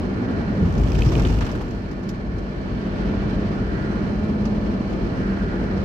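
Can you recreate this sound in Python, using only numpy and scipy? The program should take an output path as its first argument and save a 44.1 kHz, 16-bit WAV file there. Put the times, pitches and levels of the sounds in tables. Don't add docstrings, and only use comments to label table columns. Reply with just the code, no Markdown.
import sys
import numpy as np
from scipy import signal
from scipy.fft import rfft, irfft
from scipy.io import wavfile
from scipy.ndimage import uniform_filter1d

SR = 44100
rng = np.random.default_rng(int(sys.argv[2]) if len(sys.argv) > 2 else 0)


def output_pcm(signal):
    pcm = np.clip(np.atleast_2d(signal).T, -1, 1) * 32767
    wavfile.write(sys.argv[1], SR, np.round(pcm).astype(np.int16))


N = 257544
T = np.arange(N) / SR
HZ = np.maximum(np.fft.rfftfreq(N, 1 / SR), 1)
CYCLE_HZ = 17.67
STRIPS_ON_S, STRIPS_OFF_S = 0.46, 1.316

# t/s, level/dB
ROAD_COARSENESS = [(0, 1), (.55, 2), (.9, 2), (1.17, 4.5), (1.45, 1.5), (1.8, -3.5), (2.5, -3), (2.8, -1),
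                   (3.08, 2), (3.55, 0), (4.3, 1.8), (5.84, 1.25)]
# t/s, level/dB
ENGINE_LOAD = [(0, -31.5), (.7, -33), (1.1, -35), (2.1, -36.5), (2.7, -32.5), (3.45, -27.5), (3.9, -28.5),
               (4.3, -31.5), (5.84, -28.5)]
# f/Hz, level/dB
AIR_SPECTRUM = [(800, -0.5), (1200, -5.5), (1700, -15), (2070, -8.5), (2300, -11), (2600, -10), (3050, -13),
                (3600, -18), (4400, -16.5), (5600, -21), (6400, -25), (7300, -33.5), (8400, -33),
                (9400, -47), (12500, -41.5), (16000, -51.5)]
# f/Hz, width/Hz, level/dB
HOLLOW_MODES = [(2292, 220, 0.5), (3025, 170, -7.5), (4096, 120, -6.5), (4382, 89, -8), (5080, 350, -15)]
# f/Hz, width/Hz, level/dB
SEAL_MODES = [(1350, 62, -3), (1426, 26, 3.5), (1594, 76, -1.5), (1707, 110, -6), (1912, 71, -3),
              (2320, 190, -9.5)]
# crest t/s, half length/s, level/dB
SEAL_GUSTS = [(.38, 0.35, -46), (3.13, 0.38, -49), (3.85, 0.3, -45), (5.26, .13, -45.5), (5.58, 0.3, -45)]
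# crest t/s, half length/s, level/dB
LORRY_PASS = [(3.1, 0.5, -53)]
# f/Hz, level/dB, width/Hz, phase between channels/rad
WHINE_TONES = [(1126, -51.5, 22, 3.4), (1476, -54.5, 22, 2.7), (1520, -51.5, 26, 3.1),
               (1690, -58.5, 12, 4.6), (1752, -50.5, 18, 1.4), (1875, -56.5, 21, 2.9),
               (2320, -61.5, 70, 0.82), (3040, -65.5, 100, 1), (3860, -71.5, 58, 3.3), (4170, -69, 33, 2.1),
               (4350, -66.5, 28, 1.1)]
# f/Hz, level/dB
TYRE_SPECTRUM = [(22, -20), (35, -2), (52, 6.5), (68, -0.5), (100, 1.5), (145, -2.5), (230, -3),
                 (320, -8.5), (400, -11.5), (530, -17.5), (660, -19), (780, -26.5), (1200, -31.5)]
# crest t/s, half length/s, level/dB
ROAD_HEAVES = [(2.33, 0.076, -28.5), (2.72, 0.1, -28.5), (3.45, 0.4, -27.5), (5.2, 0.088, -28.5)]
# crest t/s, half length/s, level/dB
RIBBED_PATCHES = [(.2, 0.22, -28.5)]
# multiple of the cycle rate, level/dB
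ENGINE_ORDERS = [(3, -12.5), (5, -23.5), (9, -12), (10, -18), (11, 1.5), (12, -14.5), (13, -17), (14, -11),
                 (16, -19), (18, -12.5), (20, -18), (21, -20), (22, -25.5), (24, -11.5), (27, -17.5),
                 (33, -23.5), (38, -21)]
# crest t/s, half length/s, level/dB
ENGINE_SURGES = [(3.35, 0.49, -33), (4.42, 0.37, -26.5)]
# t/s, level/dB, ring f/Hz
FITTING_KNOCKS = [(.8122, -37, 2390), (0.869, -35, 3100), (0.9528, -25, 2550), (1.0208, -17.5, 2600),
                  (1.1535, -20.5, 2480), (1.2508, -21.5, 3050)]
# t/s, level/dB, ring f/Hz
FLOOR_JOLTS = [(.547, -14.5, 436), (1.611, -23, 784), (1.625, -27, 960), (3.137, -18, 625),
               (5.612, -26, 690)]
# t/s, level/dB
PANEL_CLACKS = [(.988, -24.5), (1.062, -26), (1.119, -26), (1.185, -27), (1.196, -29), (1.249, -23.5),
                (1.295, -29), (1.409, -22.5), (1.421, -26.5), (1.447, -33), (1.465, -26), (1.491, -28),
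                (1.5511, -28), (1.6105, -28.5)]
# t/s, level/dB, treble shelf/dB
TRIM_TICKS = [(.6238, -51, 0), (.6537, -44, -1), (.678, -51, 1), (.7255, -48, -1), (.7784, -38, -2),
              (.812, -43, 6), (.8847, -38, -2), (0.948, -35, -1), (.9879, -38, -6), (1.02, -37, 3),
              (1.0603, -38, -3), (1.1196, -34, -3), (1.155, -38, 1), (1.18, -36, -5), (1.196, -35, -8),
              (1.253, -40, -5), (1.2868, -42, 0), (1.3182, -45, -3), (1.355, -50, 4), (1.408, -34, -14),
              (1.4514, -38, -7), (1.515, -37, 0), (1.551, -48, 6), (1.618, -44, 3), (1.708, -41, -2),
              (1.756, -50, -1), (1.819, -54, 1), (1.886, -55, 2), (1.9121, -43, -2), (2.033, -46, -1),
              (2.0898, -32.5, 0.5), (2.383, -43, -2), (4.4533, -35, -6), (4.9277, -45, -12)]
# f/Hz, level/dB
TICK_SPECTRUM = [(1500, 5), (2700, 5.5), (3800, 2), (5800, 7), (7200, -1.5), (9000, -13), (12000, -9),
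                 (16000, -19)]
# crest t/s, half length/s, level/dB
TRIM_CREAKS = [(1.064, .008, -51), (1.088, 0.014, -47)]
# t/s, level/dB, ring f/Hz
STRIP_THUMPS = [(.567, -13.5, 230), (.584, -7.5, 169), (.601, -9, 202), (.614, 0, 90.4),
                (.627, -3.5, 176.6), (.648, 2, 91.4), (.681, -5, 134), (.764, -8.5, 85), (.792, -6.5, 147),
                (.864, -7.5, 115), (.944, -13, 129.4), (.968, -4, 86.3), (1.062, 0, 123.5),
                (1.102, -8.5, 160), (1.141, -11, 127), (1.168, -4.5, 115), (1.235, -7, 140.3),
                (1.265, -7.5, 89)]
# crest t/s, half length/s, level/dB
CABIN_BOOMS = [(.82, 0.053, -18), (.958, 0.038, -18), (1.012, 0.016, -18.5), (1.07, 0.025, -18),
               (1.21, .035, -17), (1.31, 0.096, -21), (1.405, 0.04, -21.5), (2.32, .07, -29.5),
               (3.75, .08, -31.5), (5.4, .07, -29)]
# f/Hz, level/dB
JUDDER_SPECTRUM = [(22, -3.5), (40, -5.5), (55, -8), (85, 9), (130, 6), (215, -16), (300, -13), (420, -16),
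                   (620, -31.5), (900, -21.5), (1800, -48.5)]
# f/Hz, level/dB
RATTLE_SPECTRUM = [(880, -34.5), (1500, -19), (1780, -2), (1920, -9.5), (2440, -1.5), (2720, 0), (3880, -9),
                   (5380, -7), (8080, -16.5), (9370, -29), (14800, -23), (16000, -42)]
# f/Hz, side minus mid level/dB
STEREO_WIDTH = [(30, -32), (55, -18.5), (90, -14), (160, -9), (215, -18.5), (330, -7.5), (480, -5),
                (700, -2.5), (1200, 1.5), (1550, 3.5), (2400, 0)]
# f/Hz, left minus right level/dB
PORT_BALANCE = [(60, 2), (110, 0.5), (200, -1), (380, 2), (700, -1), (2400, -2), (3300, -4), (5200, -9.5),
                (6500, -10.5), (7400, 3), (8300, 12.5), (11000, 4.5), (15000, 13.5)]


def undb(db):
    return 10 ** (np.asarray(db) / 20)


def unit(x):
    return x / np.sqrt(np.mean(np.atleast_2d(x).mean(0) ** 2))


def automation(rows):
    return np.interp(T, *np.transpose(rows))


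def swells(rows):
    return sum(undb(db) * np.exp(-((T - s) / half) ** 2) for s, half, db in rows)


def blows(rows, t60):
    hits = np.zeros(N)
    for s, db in rows:
        hits[int(s * SR)] += undb(db)
    return signal.lfilter([1], [1, -np.exp(-np.log(1000) / (t60 * SR))], hits)


def shaken(attack_s, t60):
    rise = np.clip((T - STRIPS_ON_S) / attack_s, 0, 1)
    return rise * undb(-60 * np.maximum(T - STRIPS_OFF_S, 0) / t60)


def wobble(rate_hz):
    return unit(irfft(rfft(rng.standard_normal(N)) * np.exp(-(HZ / rate_hz) ** 2), N))


def eq_curve(points):
    hz, db = np.transpose(points)
    return np.interp(np.log(HZ), np.log(hz), db)


def colour(points):
    low_cut = 1 + (.8 * points[0][0] / HZ) ** 12
    high_cut = 1 + (.8 * HZ / points[-1][0]) ** 12
    return undb(eq_curve(points)) / np.sqrt(low_cut * high_cut)


def resonance(hz, width):
    return 1 / (1 + 1j * (HZ / hz - hz / HZ) * hz / width)


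def noise(gain, envelope=1):
    mid, side = rfft(rng.standard_normal((2, N)) * envelope) * gain / np.sqrt(np.mean(np.abs(gain) ** 2))
    side = side * undb(eq_curve(STEREO_WIDTH))
    return irfft(np.array([mid + side, mid - side]), N)


def rings(rows, t60, upper_ratio, upper_db):
    out, t = np.zeros((2, N)), T[:SR // 5]
    for s, db, hz in rows:
        offset = rng.uniform(-0.35, 1) * np.array([[1], [-1]])
        upper = undb(upper_db) * np.sin(2 * np.pi * hz * upper_ratio * t + offset)
        modes = np.sin(2 * np.pi * hz * t) + upper
        envelope = (1 - np.exp(-t * hz)) * undb(-60 * t / t60)
        start = int(s * SR)
        out[:, start:start + len(t)] += undb(db) * modes * envelope
    return out


def air(hiss_db=-45, road_share=0.49, load_share=0.34, flutter_db=1.08, hollow_db=-13.5, waver_db=1.5):
    load = automation(ENGINE_LOAD)
    rush_db = hiss_db + road_share * automation(ROAD_COARSENESS) + load_share * (load - load.max())
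    hiss = noise(colour(AIR_SPECTRUM)) * undb(rush_db + flutter_db * wobble(36))
    for hz, width, db in HOLLOW_MODES:
        hiss += noise(resonance(hz, width) ** 2) * undb(rush_db + hollow_db + db + waver_db * wobble(6.2))
    return hiss


def window_seal(draught_db=-55):
    mode_power = sum(np.abs(undb(db) * resonance(hz, width)) ** 2 for hz, width, db in SEAL_MODES)
    gap = np.sqrt(mode_power) * resonance(1550, 1100)
    return noise(gap) * np.hypot(undb(draught_db), swells(SEAL_GUSTS))


def lorry(rush_hz=2450, width_hz=2200, top_hz=6000):
    band = resonance(rush_hz, width_hz) ** 2 / np.sqrt(1 + (HZ / top_hz) ** 14)
    return noise(band, swells(LORRY_PASS))


def drive_whine(level_db=-2, load_share=.36, wander=.65):
    tones, sides = 0, np.array([[.5], [-.5]])
    for hz, db, width, offset in WHINE_TONES:
        phase = 2 * np.pi * np.cumsum(hz + wander * width * wobble(width)) / SR
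        tones += undb(db) * np.sqrt(2) * np.sin(phase + offset * sides)
    load = automation(ENGINE_LOAD)
    return tones * undb(level_db + load_share * (load - load.mean()))


def tyres(roar_db=-28.5, rumble_db=-29, split_hz=170, patchy_db=0.74, cavity_hz=245):
    road_db, tone = automation(ROAD_COARSENESS), colour(TYRE_SPECTRUM)
    lows = 1 / (1 + (HZ / split_hz) ** 6)
    roar = noise(tone * np.sqrt(1 - lows)) * undb(roar_db + road_db + patchy_db * wobble(13))
    rumble = noise(tone * np.sqrt(lows)) * np.hypot(undb(rumble_db + road_db), swells(ROAD_HEAVES))
    drone = noise(resonance(cavity_hz, width=110) ** 2) * swells(RIBBED_PATCHES)
    return roar + rumble + drone


def engine(hum_db=-2, clatter_db=-16, drift=0.002, waver=0.18, waver_hz=4.5, slip_rad=0.17):
    cycle = 2 * np.pi * np.cumsum(CYCLE_HZ * (1 + drift * wobble(1))) / SR
    hum = 0
    for order, db in ENGINE_ORDERS:
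        phase = order * cycle + rng.uniform(-1.03, 1) + slip_rad * wobble(waver_hz)
        hum += undb(db) * (1 + waver * wobble(waver_hz)) * np.sqrt(2) * np.sin(phase)
    surge = swells(ENGINE_SURGES) * np.sqrt(2) * np.sin(12 * cycle + slip_rad * wobble(waver_hz))
    firings = unit(np.exp(0.71 * np.cos(6 * cycle) + .5 * np.cos(cycle)))
    clatter = noise(resonance(600, 400) ** 2, firings)
    return undb(automation(ENGINE_LOAD)) * (undb(hum_db) * hum + undb(clatter_db) * clatter) + surge


def plastic_ticks(level_db=-8, shelf_hz=8000, t60=.08):
    tone = colour(TICK_SPECTRUM)
    body = noise(tone, blows([(s, db) for s, db, _ in TRIM_TICKS], t60))
    edge = noise(tone, blows([(s, db + shelf_db) for s, db, shelf_db in TRIM_TICKS], t60))
    lows = 1 / (1 + (HZ / shelf_hz) ** 12)
    return undb(level_db) * irfft(rfft(body) * np.sqrt(lows) + rfft(edge) * np.sqrt(1 - lows), N)


def trim(crack_db=-11, jolt_db=-1, clack_db=-9.5):
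    knocks = rings(FITTING_KNOCKS, t60=.015, upper_ratio=1.18, upper_db=-5)
    crack_envelope = blows([(s, db + crack_db) for s, db, _ in FITTING_KNOCKS], t60=.011)
    cracks = noise(resonance(2700, 1400) ** 2, crack_envelope)
    jolts = undb(jolt_db) * rings(FLOOR_JOLTS, t60=.025, upper_ratio=1.35, upper_db=-4)
    panel = resonance(840, 510) * resonance(1800, 3800) * resonance(1500, 7100)
    clacks = undb(clack_db) * noise(panel, blows(PANEL_CLACKS, t60=0.11))
    ticks = plastic_ticks()
    creaks = noise(resonance(5400, 800) ** 2, swells(TRIM_CREAKS))
    return knocks + cracks + jolts + clacks + ticks + creaks


def trim_rattle(level_db=-45.5, count=1800, buzz=.6):
    contacts = [(when * T[-1], -3.5 * np.log(size + .04)) for when, size in rng.random((count, 2))]
    chatter = unit(buzz + unit(blows(contacts, t60=.009)))
    return noise(colour(RATTLE_SPECTRUM), chatter * undb(level_db) * shaken(attack_s=0.59, t60=1.6))


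def rumble_strips(thump_db=-0.3, boom_hz=54, slip_rad=0.45, judder_db=-23):
    thumps = undb(thump_db) * rings(STRIP_THUMPS, t60=0.072, upper_ratio=2.5, upper_db=-12)
    boom = np.sqrt(2) * np.sin(2 * np.pi * boom_hz * T + slip_rad * wobble(21)) * swells(CABIN_BOOMS)
    judder = noise(colour(JUDDER_SPECTRUM)) * undb(judder_db) * shaken(attack_s=0.35, t60=1.36)
    return thumps + boom + judder + trim_rattle()


def cabin(sound, depth=3.0, spacing_hz=22, onset_hz=400, fade_hz=1500):
    ripple = uniform_filter1d(rng.standard_normal((2, len(HZ))), int(spacing_hz * N / SR), axis=1)
    midrange = HZ ** 2 / (HZ ** 2 + onset_hz ** 2) / np.hypot(1, HZ / fade_hz)
    gain = undb(depth * midrange * ripple / ripple.std())
    return irfft(rfft(sound) * gain / np.sqrt(np.mean(gain ** 2)), N)


def scene():
    drive = engine() + drive_whine()
    road_and_air = tyres() + air() + window_seal() + rumble_strips() + lorry()
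    return drive + cabin(road_and_air) + trim()


def record(dry, top_hz=15800):
    ports = undb(np.array([[.5], [-.5]]) * eq_curve(PORT_BALANCE))
    ports /= np.sqrt(np.mean(ports ** 2, axis=0))
    high_cut = signal.ellip(10, .2, 70, top_hz, fs=SR, output="sos")
    return signal.sosfilt(high_cut, irfft(rfft(dry) * ports, N))


dry = scene()
out = record(dry)
output_pcm(out)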